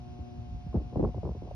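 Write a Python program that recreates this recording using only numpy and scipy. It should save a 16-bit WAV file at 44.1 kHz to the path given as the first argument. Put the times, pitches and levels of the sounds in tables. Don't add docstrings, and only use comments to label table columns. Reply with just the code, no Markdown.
import sys
import numpy as np
from scipy import signal
from scipy.fft import rfft, irfft
from scipy.io import wavfile
from scipy.ndimage import uniform_filter1d

SR = 44100
rng = np.random.default_rng(int(sys.argv[2]) if len(sys.argv) > 2 else 0)


def inscribe(sig):
    pcm = np.round(np.clip(np.atleast_2d(sig).T, -1, 1) * 32767)
    wavfile.write(sys.argv[1], SR, pcm.astype(np.int16))


N = 68355
T = np.arange(N) / SR
LEFT_RIGHT = np.array([[1], [-1]])


def amp(db):
    return 10 ** (np.asarray(db) / 20)


def unit(x):
    return x / np.sqrt(np.mean(x ** 2) + 1e-20)


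def curve(points):
    return np.interp(T, *np.transpose(points))


def drift(hz):
    freqs = np.fft.rfftfreq(4 * N, 1 / SR)
    white = rfft(rng.standard_normal(4 * N))
    return unit(irfft(white * np.exp(-(freqs / hz) ** 2)))[:N]


def noise(spectrum, ports, tilt_db=0):
    octave = np.log2(np.fft.rfftfreq(N, 1 / SR) + 1)
    spectrum_hz, db = np.transpose(spectrum)
    port_hz, coherence, lead = np.transpose(ports)
    colour = amp(np.interp(octave, np.log2(spectrum_hz), db) + tilt_db * octave)
    left, independent = rfft(rng.standard_normal((2, N))) * colour
    shared = np.interp(octave, np.log2(port_hz), coherence)
    lag = np.interp(octave, np.log2(port_hz), lead)
    right = shared * left * np.exp(-1j * lag) + np.sqrt(1 - shared ** 2) * independent
    return unit(irfft(np.array([left, right]), N))


def steadied(x, span_s):
    power = uniform_filter1d((x ** 2).mean(0), int(span_s * SR))
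    return x / np.sqrt(abs(power) + 1e-3)


# frequency in Hz, relative spectral density in dB.
AIR_SPECTRUM = [(20, -23.5), (60, -7), (130, -6.5), (220, -5), (450, -13.5), (700, -19), (880, -18),
                (1150, -27), (1500, -33.5), (1950, -36), (2700, -28.5), (3600, -33.5), (5200, -35.5),
                (6400, -37), (7200, -64), (9500, -47.5), (13000, -64.5)]
# frequency in Hz, coherence from 0 to 1, left lead in radians.
AIR_COHERENCE = [(94, 1, 2.1), (415, 0.96, 2.7), (1030, .5, 2.72), (1380, 0.16, 0.55), (2140, .35, 1.2),
                 (2370, 0.54, 2.1), (3260, 0.82, 2.6), (4320, 0.34, 1.4), (5340, 0.79, 0.77),
                 (6660, 0.4, 3.8)]


def air(level_db=-52, left_excess_db=1.1):
    return noise(AIR_SPECTRUM, AIR_COHERENCE) * amp(level_db + LEFT_RIGHT * left_excess_db / 2)


# harmonic number, base level in dB, left minus right in dB.
HUM_PARTIALS = [(1, -52, 2.5), (2, -54, 2.5), (3, -62.5, -1), (4, -79.5, 7), (5, -69.5, 5), (6, -56.5, 2.5),
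                (7, -74.5, -2), (8, -83, 13.5), (9, -77, 7.5), (10, -84, 4), (11, -97.5, -20),
                (12, -90, 20), (13, -88, 14), (14, -90.5, -1), (16, -100.5, -35.5), (18, -94, 23.5),
                (19, -107, 20), (20, -100, 31)]
# time in seconds, gain in dB.
HUM_GAIN = [(0, -0.5), (.35, -1.5), (.62, -2.5), (.95, -0.5), (1.2, -1), (1.55, -3.5)]


def transformer(hum_hz=120.02, waver_db=.7, waver_hz=3.5):
    out = np.zeros((2, N))
    for harmonic, db, left_excess_db in HUM_PARTIALS:
        tone = np.sqrt(2) * np.sin(2 * np.pi * (harmonic * hum_hz * T + rng.random()))
        level_db = db + curve(HUM_GAIN) + waver_db * drift(waver_hz)
        out += tone * amp(level_db + LEFT_RIGHT * left_excess_db / 2)
    return out


# time in seconds, gain in dB.
LOW_MID_GAIN = [(0, -1.5), (.15, 1.5), (.40, 3), (.52, -2.5), (.62, -4), (.85, -1), (1.55, -11.5)]


def sink_low_mids(x, low_hz=185, high_hz=655, edge_width_hz=80):
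    hz = np.fft.rfftfreq(2 * N, 1 / SR)
    band = np.clip(np.minimum(hz - low_hz, high_hz - hz) / edge_width_hz + .5, 0, 1)
    low_mids = irfft(rfft(x, 2 * N) * band)[:, :N]
    return x + low_mids * (amp(curve(LOW_MID_GAIN)) - 1)


# frequency in Hz, coherence from 0 to 1, left lead in radians.
WIND_COHERENCE = [(51.4, 0.94, 0.0029), (152, 0.77, 0.004), (396, 0.88, 0), (1010, .78, 0)]
# frequency in Hz, relative spectral density in dB.
RUMBLE_SPECTRUM = [(15, -26.5), (28, -14), (45, 0.5), (62, 5.5), (100, 0.5), (140, -3.5), (200, -13.5),
                   (300, -21), (600, -88)]
# time in seconds, relative level in dB.
RUMBLE_ENVELOPE = [(0, -40), (.04, -49), (.075, -44.5), (.13, -41.5), (.175, -55), (.21, -46.5),
                   (.25, -52.5), (.31, -51.5), (.39, -39.5), (.44, -48), (.49, -41.5), (.52, -37),
                   (.56, -33.5), (.60, -45.5), (.65, -43.5), (.70, -34), (.73, -45.5), (.765, -30),
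                   (.79, -40), (.82, -40), (.86, -36.5), (.90, -50.5), (.945, -40.5), (.975, -27.5),
                   (1.005, -35), (1.035, -27), (1.05, -31), (1.07, -37.5), (1.10, -38.5), (1.13, -42.5),
                   (1.165, -35.5), (1.195, -34), (1.222, -46), (1.25, -32), (1.28, -40.5), (1.32, -35.5),
                   (1.355, -53.5), (1.38, -34.5), (1.41, -42.5), (1.46, -46.5), (1.51, -44), (1.55, -36.5)]


def rumble(gain_db=-0.5):
    pressure = steadied(noise(RUMBLE_SPECTRUM, WIND_COHERENCE), span_s=0.028)
    return pressure * amp(gain_db + curve(RUMBLE_ENVELOPE))


# frequency in Hz, relative spectral density in dB.
RASP_SPECTRUM = [(600, -29.5), (1200, 4), (1500, -4), (2000, -6.5), (2800, -22), (5000, -51.5)]


def rasp(pressure, relative_db=-43):
    envelope = np.sqrt(abs(uniform_filter1d((pressure ** 2).mean(0), size=130)))
    return amp(relative_db) * envelope * noise(RASP_SPECTRUM, WIND_COHERENCE)


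# start in seconds, time until decay in seconds, mean level in dB,
# spectral tilt in dB per octave.
GUST_EVENTS = [(0.192, 0.011, -44.5, -5.5), (0.558, 0.01, -62, 10.5), (0.726, 0.0094, -50, 8.5),
               (0.741, 0.022, -32, 3), (0.766, 0.021, -39, -0.5), (0.794, 0.029, -44.5, 1.5),
               (0.842, 0.019, -56, 4.5), (0.905, 0.013, -54, 5.5), (0.924, 0.022, -45, 2),
               (0.955, 0.014, -31, 4.5), (0.97, 0.017, -31, -3.5), (0.992, 0.019, -33, 2),
               (1.021, 0.017, -26.5, -1), (1.039, 0.013, -27, 4), (1.061, 0.014, -35.5, 1.5),
               (1.084, .016, -41.5, 3), (1.146, .006, -47, 8.5), (1.16, 0.02, -39, -1),
               (1.228, 0.021, -39, 0), (1.251, 0.025, -37.5, 4.5), (1.279, 0.02, -38.5, -5),
               (1.30, 0.021, -45, 4.5), (1.35, .018, -46, 3.5), (1.423, 0.035, -46, 3),
               (1.453, 0.04, -49, 6), (1.503, .01, -48, 10)]
# frequency in Hz, relative spectral density in dB.
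FLUTTER_SPECTRUM = [(30, -16.5), (70, -9.5), (170, 7), (350, 5), (470, -2), (570, -9), (780, -13.5),
                    (1030, -21), (1250, -38), (1800, -53), (3500, -91)]


def gusts(rise_s=0.0049, decay_s=0.0059, flutter_db=2, flutter_hz=100):
    out = np.zeros((2, N))
    for start, length, db, tilt_db in GUST_EVENTS:
        rise = np.clip((T - start) / rise_s, 0, 1)
        decay = np.exp(-np.maximum(T - start - length, 0) / decay_s)
        turbulence = steadied(noise(FLUTTER_SPECTRUM, WIND_COHERENCE, tilt_db), span_s=0.0085)
        out += amp(db) * rise * decay * turbulence
    return out * amp(flutter_db * drift(flutter_hz))


# start in seconds, pop level in dB, starting pitch in Hz, time
# constant of the glide in seconds, thud level in dB, starting phase offset of each port in radians.
EDDY_EVENTS = [(0.187, -40.5, 430, 0.006, -34, .15), (0.379, -35.5, 134, 0.07, -50, .15),
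               (0.663, -33, 240, 0.011, -42, .15), (0.742, -35, 1080, 0.0034, -37.5, .2),
               (.749, -22.5, 431, 0.0058, -29.5, .2), (.758, -34, 1228, 0.0026, -30.5, .2),
               (.772, -25, 527, 0.0039, -40, .2), (0.801, -39.5, 640, 0.0042, -44.5, .2),
               (.958, -26.5, 767, .006, -37.5, .6), (.965, -23, 414.5, 0.0063, -39, .35),
               (.994, -22.5, 770, 0.0087, -36, 1.3), (.998, -25, 390, 0.042, -47, .8),
               (1.027, -21, 622, .005, -28, .25), (1.037, -24, 770, 0.00695, -39, .2),
               (1.043, -22, 630, .006, -33, .2), (1.049, -28, 1157, 0.00472, -37, .2),
               (1.052, -30, 526, 0.00492, -30, .2), (1.088, -33, 770, 0.0033, -45, .2),
               (1.144, -35, 770, 0.0063, -40, .15), (1.181, -36.5, 741, .004, -36, .15),
               (1.231, -32, 823, .006, -40.5, .15), (1.252, -32, 900, 0.0021, -39, .15),
               (1.273, -37.5, 840, 0.0054, -37, .15), (1.290, -35, 850, .006, -35.5, .15),
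               (1.349, -36.5, 800, .0035, -38, .2), (1.420, -36.5, 706, .005, -41.5, .2),
               (1.436, -39, 540, 0.0059, -54, .2), (1.474, -39.5, 928, .005, -44.5, .2),
               (1.510, -35.5, 672, 0.036, -62, .2)]


def eddies(pop_cycles=1.76, thud_hz=60.8, thud_peak_s=0.021, jitter=.25, jitter_hz=600, port_hz=1150):
    out = np.zeros((2, N))
    t = np.arange(SR // 10) / SR
    for start, pop_db, top_hz, glide_s, thud_db, port_offset in EDDY_EVENTS:
        start_cycle, side = rng.random(2)
        glide_hz = thud_hz + (top_hz - thud_hz) * np.exp(-t / glide_s)
        quickness = np.sqrt(glide_hz / top_hz)
        wobble = np.exp(jitter * drift(jitter_hz)[:len(t)] * quickness)
        uneven_hz = np.minimum(glide_hz * wobble, top_hz)
        phase = 2 * np.pi * (np.cumsum(uneven_hz) / SR + start_cycle)
        skew = port_offset * np.sign(side - .5) * quickness * LEFT_RIGHT
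        pop_age, thud_age = t * top_hz / pop_cycles, t / thud_peak_s
        pop = amp(pop_db) * pop_age * np.exp(1 - pop_age)
        thud = amp(thud_db) * (thud_age * np.exp(1 - thud_age)) ** 3
        add(out, start, (pop + thud) * np.sin(phase + skew))
    return signal.sosfilt(signal.butter(4, port_hz, "low", fs=SR, output="sos"), out)


def scene():
    buffets = gusts() + eddies()
    return sink_low_mids(transformer() + air()) + rumble() + buffets + rasp(buffets)


def record(dry, low_cut_hz=36.4, band_limit_hz=12500):
    high_passed = signal.sosfilt(signal.butter(3, low_cut_hz, "high", fs=SR, output="sos"), dry)
    low_pass = signal.firwin(511, band_limit_hz, window=("kaiser", 9), fs=SR)
    return signal.oaconvolve(high_passed, low_pass[None], "same")


def add(mix, start_s, sound):
    part = mix[:, round(start_s * SR):][:, :sound.shape[1]]
    part += sound[:, :part.shape[1]]


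dry = scene()
out = record(dry)
inscribe(out)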